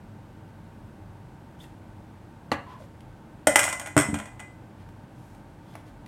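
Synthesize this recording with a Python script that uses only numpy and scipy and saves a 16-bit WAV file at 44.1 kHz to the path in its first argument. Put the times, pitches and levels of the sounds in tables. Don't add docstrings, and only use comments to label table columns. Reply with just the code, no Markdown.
import sys
import numpy as np
from scipy import signal
from scipy.fft import rfft, irfft, next_fast_len
from scipy.io import wavfile
from scipy.ndimage import map_coordinates

SR = 44100
rng = np.random.default_rng(int(sys.argv[2]) if len(sys.argv) > 2 else 0)


def waveform_to_disk(signal):
    frames = np.transpose(np.atleast_2d(signal))
    scaled = np.clip(frames, -1, 1) * 32767
    samples = np.round(scaled).astype(np.int16)
    wavfile.write(sys.argv[1], SR, samples)


N = 267687
TIME_S = np.arange(N) / SR
AGE_S = TIME_S[:32768]


def undb(db):
    return 10 ** (np.asarray(db) / 20)


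def set_rms(x, db):
    return x * undb(db) / np.sqrt(np.mean(x ** 2))


def set_attack(x, db):
    return x * undb(db) / np.sqrt(np.mean(x[:SR // 100] ** 2))


def decay(t60_s):
    return np.exp(-np.log(1000) * AGE_S / t60_s)


def swell(length_s):
    return np.sin(np.pi * np.minimum(AGE_S / length_s, 1))


def curve_at(hz, points):
    points_hz, values = np.transpose(points)
    return np.interp(np.log(np.maximum(hz, 1)), np.log(points_hz), values)


def colour(x, points):
    size = 2 * next_fast_len(len(x) // 2 + 2048)
    bins_hz = np.arange(size // 2 + 1) * SR / size
    cepstrum = irfft(np.log(undb(curve_at(bins_hz, points))))
    cepstrum[1:size // 2] *= 2
    cepstrum[size // 2 + 1:] = 0
    return irfft(rfft(x, size) * np.exp(rfft(cepstrum)))[:len(x)]


def narrow_noise(hz, width_hz):
    bins_hz = np.arange(N // 2 + 1) * SR / N
    gain = 1 / (1 + 2 * ((bins_hz - hz) / width_hz) ** 2)
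    phase = 2 * np.pi * rng.random(len(bins_hz))
    return set_rms(irfft(gain * np.exp(1j * phase), N), 0)


def add(track, t_s, x):
    start = int(t_s * SR)
    track[start:start + len(x)] += x[:N - start]


def modes(table):
    shapes = [undb(db) * decay(t60_s) * np.cos(2 * np.pi * hz * AGE_S) for hz, db, t60_s in table]
    return np.array(shapes) * (1 - np.exp(-AGE_S / 0.000094))


def strike(shapes, scatter_db=2.5):
    sizes = undb(scatter_db * rng.standard_normal(len(shapes)))
    signs = rng.choice([-1, 1], len(shapes))
    return (sizes * signs) @ shapes


def burst(spectrum, t60_s, rise_s=1 / SR):
    noise = rng.choice([-1., 1.], len(AGE_S))
    rise = 1 - np.exp(-AGE_S / rise_s)
    return set_attack(colour(noise * decay(t60_s) * rise, spectrum), 0)


# f/Hz, relative density/dB
AIR_SPECTRUM = [(20, -28), (45, -11.5), (108, -1.5), (217, -8), (430, -16.5), (910, -20), (1330, -24.5),
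                (2550, -33), (3600, -37.5), (5200, -42.5), (7000, -44.5), (8200, -43), (10500, -47),
                (16000, -51.5)]
# f/Hz, width/Hz, level/dB
FAN_BANDS = [(40.77, 7.2, -59.5), (79, 7.4, -67.5), (98.6, 3.8, -55), (124, 8, -57.5), (171.5, 7.4, -60.5),
             (215, 22, -59), (308, 33, -58.5), (577.4, 84, -67), (790, 63, -65.5), (904.5, 62, -62.5),
             (1530, 110, -69.5)]


def fan_and_air():
    air = set_rms(colour(rng.standard_normal(N), AIR_SPECTRUM), -48.5)
    drone = sum(undb(db) * narrow_noise(hz, width_hz) for hz, width_hz, db in FAN_BANDS)
    return air + drone


def whine(hz=12775, hold_s=1.8, fade_db_per_s=7.5):
    tone = set_rms(np.sin(2 * np.pi * hz * TIME_S), -91)
    return tone * undb(-fade_db_per_s * np.maximum(TIME_S - hold_s, 0))


# f/Hz, t60/s
ROOM_DECAY = [(150, 0.29), (700, 0.35), (2000, 0.35), (8000, 0.4), (15000, 0.17)]


def room_echo(x, build_s=0.0021):
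    centres_hz = np.geomspace(60, 16000, num=9)
    noise = rfft(rng.standard_normal(len(AGE_S)))
    bins_hz = np.arange(len(noise)) * SR / len(AGE_S)
    tail = np.zeros(len(AGE_S))
    for hz, weights in zip(centres_hz, np.eye(len(centres_hz))):
        band = irfft(noise * curve_at(bins_hz, np.c_[centres_hz, weights]))
        tail += band * decay(curve_at(hz, ROOM_DECAY))
    tail *= 1 - np.exp(-(AGE_S / build_s) ** 2)
    tail /= np.sqrt(np.sum(tail ** 2))
    tail = colour(tail, [(120, -4), (500, -2.5), (1000, -2), (2500, -3), (5000, -4), (15000, 0)])
    return undb(-3.5) * signal.fftconvolve(x, tail)[:N]


# f/Hz, gain/dB
PAPER_SPECTRUM = [(600, 2.5), (1800, 3), (3500, -4), (4800, -4), (9000, -5.5), (13500, -9), (16000, -18)]
# t/s, length/s, level/dB, brightness/dB, edge resonance/dB
STROKES = [(1.581, 0.092, -58.5, 3.5, -8), (2.657, 0.12, -55.5, -15, -21), (2.772, 0.1, -61, -4.5, -24),
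           (4.761, 0.096, -62.5, -11.5, -24), (5.079, 0.37, -68.5, 3.5, -25), (5.621, 0.22, -63, -5, -7),
           (5.85, 0.058, -61, -5.5, -21.5)]


def paper_scrapes(edge_hz=3240, edge_width_hz=490):
    out = np.zeros(N)
    edge = signal.iirpeak(edge_hz, edge_hz / edge_width_hz, fs=SR)
    for t_s, length_s, db, bright_db, edge_db in STROKES:
        slips = rng.standard_normal(len(AGE_S))
        slips *= undb(2.2 * np.minimum(rng.exponential(size=len(AGE_S)), 5))
        paper = set_rms(colour(slips, PAPER_SPECTRUM), 0)
        singing = set_rms(signal.lfilter(*edge, slips), edge_db)
        grit = colour(paper + singing, [(3000, 0), (8000, bright_db)])
        add(out, t_s, set_rms(grit, db) * swell(length_s))
    return out


# t/s, length/s, start f/Hz, glide/(Hz/s), level/dB
RUBS = [(1.586, 0.038, 2960, 20000, -57), (2.648, 0.15, 1013, 102, -48.5), (2.786, 0.053, 650, -2200, -52)]


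def squeaks():
    out = np.zeros(N)
    waver = 1 + 0.058 * narrow_noise(0, 200)[:len(AGE_S)]
    grip = 1 + 0.8 * narrow_noise(0, 90)[:len(AGE_S)]
    for t_s, length_s, start_hz, glide_hz_per_s, db in RUBS:
        pitch_hz = (start_hz + glide_hz_per_s * np.minimum(AGE_S, length_s)) * waver
        tone = grip * np.sin(2 * np.pi * np.cumsum(pitch_hz) / SR)
        add(out, t_s, set_rms(tone, db) * swell(length_s))
    return out


# f/Hz, level/dB, t60/s
TIP_MODES = [(1890, 3, .03), (2100, -1, .02), (2680, 1, .03), (3330, -5, 0.1), (3591, -4, .04),
             (8400, -6, .02)]


def tip_chink(t_s=1.641, db=-54):
    out = np.zeros(N)
    add(out, t_s, set_attack(modes(TIP_MODES).sum(0), db))
    return out


# f/Hz, gain/dB
TICK_SPECTRUM = [(200, -6), (700, 14), (1500, 1), (2100, 8), (3000, -1), (6500, -10), (8500, -14),
                 (10300, -6), (11500, -13), (16000, -20)]
# t/s, level/dB, woody body/dB
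TOUCHES = [(3.0055, -58, -17), (4.889, -57, 4), (5.348, -60, -9), (5.738, -52.5, 5), (5.7530, -40, 4.5),
           (6.061, -54, -9)]


def handling_ticks():
    out = np.zeros(N)
    for t_s, db, body_db in TOUCHES:
        tick = burst(TICK_SPECTRUM, t60_s=0.017, rise_s=0.0016)
        add(out, t_s, set_attack(colour(tick, [(900, body_db), (1500, 0)]), db))
    return out


# f/Hz, level/dB, t60/s
WOOD_MODES = [(133, -8.5, 0.061), (248, 1, 0.063), (298, 1, 0.093), (340, -2.5, 0.039), (565, 1, 0.054),
              (789, 1.5, 0.069), (880, 1, 0.032), (1050, -12, 0.032), (1180, -2, 0.044), (1570, -9, 0.027),
              (1766, -1, 0.028), (2020, 1.5, 0.022), (4080, -1.5, 0.012), (4380, 2, 0.0078)]
# f/Hz, gain/dB
CHATTER_SPECTRUM = [(47, -57), (80, -3), (271, -0.5), (441, -8.5), (785, -1.5), (1310, -7), (1900, -6.5),
                    (2220, -13), (2660, -10), (3390, -18.5), (4400, -19), (5170, -31), (6030, -25.5),
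                    (13100, -39.5), (16000, -65)]


def board_knock(t_s=2.5167, db=-19.5):
    out = np.zeros(N)
    signs = (-1) ** np.arange(len(WOOD_MODES))
    body = set_attack(signs @ modes(WOOD_MODES), 0)
    chatter = undb(-3) * burst(CHATTER_SPECTRUM, t60_s=0.097)
    add(out, t_s, set_attack(body + chatter, db))
    return out


# f/Hz, level/dB, t60/s
COUNTER_TOP_MODES = [(98.5, -16, 0.17), (136.5, -4.5, 0.112), (159, -12, .12), (214.8, -3, 0.11),
                     (294, 1, 0.073), (320, 1, 0.025), (497, -7.5, 0.068)]
# f/Hz, level/dB, t60/s
BOWL_BASE_MODES = [(586, 2, 0.06), (615, 5, .07), (692, 0, .055), (775, -2.5, 0.043), (855, -9.5, 0.098),
                   (930, -9, 0.055)]
# level/dB, contact/ms, base boom/dB
CONTACT_CURVE = [(-22, 4.3, -18), (-17.5, 0.71, -17.5), (-13, 1.29, 12.5)]
# t/s, level/dB, low sag of the counter/dB
LANDINGS = [(3.4712, -13.5, -6), (3.9655, -15.5, 1), (3.973, -17, 1), (4.0860, -26.5, -11.5),
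            (4.13, -23.5, -13.5), (4.141, -31, -11.5)]


def bowl_thuds():
    out = np.zeros(N)
    counter, base = modes(COUNTER_TOP_MODES).sum(0), modes(BOWL_BASE_MODES).sum(0)
    force_db, contact_ms, boom_db = np.transpose(CONTACT_CURVE)
    for t_s, db, sag_db in LANDINGS:
        push = swell(np.interp(db, force_db, contact_ms) / 1000)
        boom = undb(np.interp(db, force_db, boom_db)) * base
        thud = signal.fftconvolve(counter + boom, push)[:len(AGE_S)]
        add(out, t_s, set_attack(colour(thud, [(155, sag_db), (210, 0)]), db))
    return out


def base_pressure(t_s, flat_db=-10, ease_s=0.069):
    loads = [undb(db - flat_db) ** 2 * np.exp(-((t_s - land_s) / ease_s) ** 2)
             for land_s, db, _ in LANDINGS if t_s > land_s - 0.005]
    return min(1, max(loads, default=0))


# t/s, level/dB, treble/dB, first flight/s, step per bounce/dB
KNIFE_STRIKES = [(3.4708, -15, 0, 0.0094, -19), (3.5578, -10.5, -0.5, .011, -15),
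                 (3.5918, -16, -1, 0.016, -13), (3.6315, -23, -3, 0.01, -22), (3.6395, -24, 1, .012, -7),
                 (3.678, -26, -9, .01, -22), (3.6885, -31, 0.5, .009, -5), (3.7268, -27, -3.5, 0.0097, -22),
                 (3.7962, -33, -0.5, 0.02, -22), (3.813, -37.5, -4.5, .006, -8),
                 (3.86, -33.5, -6.5, .012, -21.5), (3.871, -37, -2, .011, -12),
                 (3.9657, -20, -7, .007, -10.5), (3.9770, -16, -2.5, .0113, -4),
                 (4.1415, -28.5, -4.5, .013, -22), (4.154, -33.5, -13, .008, -15),
                 (4.1872, -37, -4.5, .013, -22), (4.199, -33.5, -11, .012, -14),
                 (4.256, -41.5, -5.5, 0.014, -9), (4.3945, -41, -8, .012, -22),
                 (4.4003, -39.5, -6, .009, -11)]


def bounces(max_hits=6, flight_ratio=0.94, floor_db=-21):
    for t_s, db, treble_db, flight_s, step_db in KNIFE_STRIKES:
        for k in range(max_hits):
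            if k * step_db > floor_db:
                yield t_s, db + k * step_db, treble_db
            t_s += flight_s * flight_ratio ** k


# f/Hz, level/dB, t60/s
RING_MODES = [(577.2, 2.5, 0.22), (616, 0.5, 0.18), (705, 2, .2), (743, 3, 0.22), (830, 1, .2),
              (955, -2.5, .22), (1033, 4.5, 0.18), (1445, -4.5, .3), (1363, -7, 0.3), (1497, -7.5, .2),
              (1602, -6.5, 0.22), (1650, -7.5, 0.3), (1880, -9.5, 0.28), (1917, -4, .17), (1960, 0.5, 0.24),
              (2026, 6.5, 0.36), (2185, -6.5, 0.18), (2260, -10, 0.18), (2446, -1, 0.28), (3082, -8, .3),
              (5400, -16, .2), (5620, -16, .18), (6530, -16.5, .16), (6765, -12.5, .18), (6810, -14, .18),
              (6860, -14.5, .16), (7165, -14.5, .16), (7850, -14, .16), (8160, -13.5, .16),
              (8290, -15, .14), (8620, -13.5, .14), (8900, -13.5, 0.14)]
# f/Hz, level/dB, t60/s
BENDING_MODES = [(1396, 5, 0.022), (2035, 3, 0.046), (3250, -8, 0.023), (5560, -2, 0.024),
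                 (6890, -0.5, 0.037), (6820, -2, 0.021), (7620, -4, 0.017), (8550, 1.5, 0.023),
                 (8330, -1.5, 0.022), (9020, -1.5, 0.028), (10350, -6.5, 0.022)]
# f/Hz, gain/dB
STEEL_SPECTRUM = [(120, -28), (300, -2.5), (430, -10), (650, 4.5), (850, 2), (1150, -3), (1450, 0),
                  (1750, -2.5), (2100, -2), (2650, -7), (3150, -5.5), (3900, -16.5), (5000, -15.5),
                  (5600, -7.5), (6100, -9.5), (7000, -4.5), (7500, -5), (8300, 2), (9000, -5), (9800, -10),
                  (13000, -17), (16000, -30.5)]
# level/dB, ring/dB
RING_CURVE = [(-36, 4.5), (-32, 0.5), (-19, -4), (-13.5, 1)]


def knife_clatter(detune=0.023):
    out, bending = np.zeros(N), modes(BENDING_MODES)
    ring_shelf = [(3400, 0), (5500, -3.5)]
    ringing = modes([(hz, db + curve_at(hz, ring_shelf), t60_s) for hz, db, t60_s in RING_MODES])
    for t_s, db, treble_db in bounces():
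        skid_s = np.interp(db, [-36, -20], [0.0012, 0.0003])
        bite = undb(-2) * burst(STEEL_SPECTRUM, t60_s=0.031, rise_s=skid_s)
        pitch_ratio = 1 + detune * rng.standard_normal()
        blade = set_attack(map_coordinates(strike(bending), [AGE_S * SR * pitch_ratio]), -7.5)
        shimmer = undb(-15.5) * burst(STEEL_SPECTRUM, t60_s=0.13, rise_s=0.003)
        ring = set_attack(strike(ringing), -11 + np.interp(db, *np.transpose(RING_CURVE)))
        pressure = base_pressure(t_s)
        choke_db, bass_db = -9.5 * pressure, -1.5 + 11.5 * pressure
        blow = bite + blade + undb(choke_db) * (shimmer + ring)
        shelves = [(700, bass_db), (1000, 0), (3400, 0), (5500, treble_db)]
        add(out, t_s, undb(db) * colour(blow, shelves))
    return out


# f/Hz, gain/dB
BOARD_ECHO_COLOUR = [(400, -4), (1500, 0.5), (3000, -2.5), (4200, -9.5)]


def scene():
    background = fan_and_air() + whine()
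    board = board_knock()
    handling = bowl_thuds() + tip_chink() + handling_ticks()
    handling += paper_scrapes() + squeaks() + knife_clatter()
    echo = room_echo(handling + colour(board, BOARD_ECHO_COLOUR))
    return (background + board + handling + echo)[None]


def record(dry, low_hz=35, top_hz=16200):
    highpass = signal.butter(6, low_hz, "high", fs=SR, output="sos")
    lowpass = signal.ellip(10, 0.2, 80, top_hz, fs=SR, output="sos")
    clipped = np.clip(signal.sosfilt(highpass, dry), -0.9, 0.9)
    return signal.sosfilt(lowpass, clipped)


dry = scene()
out = record(dry)
waveform_to_disk(out)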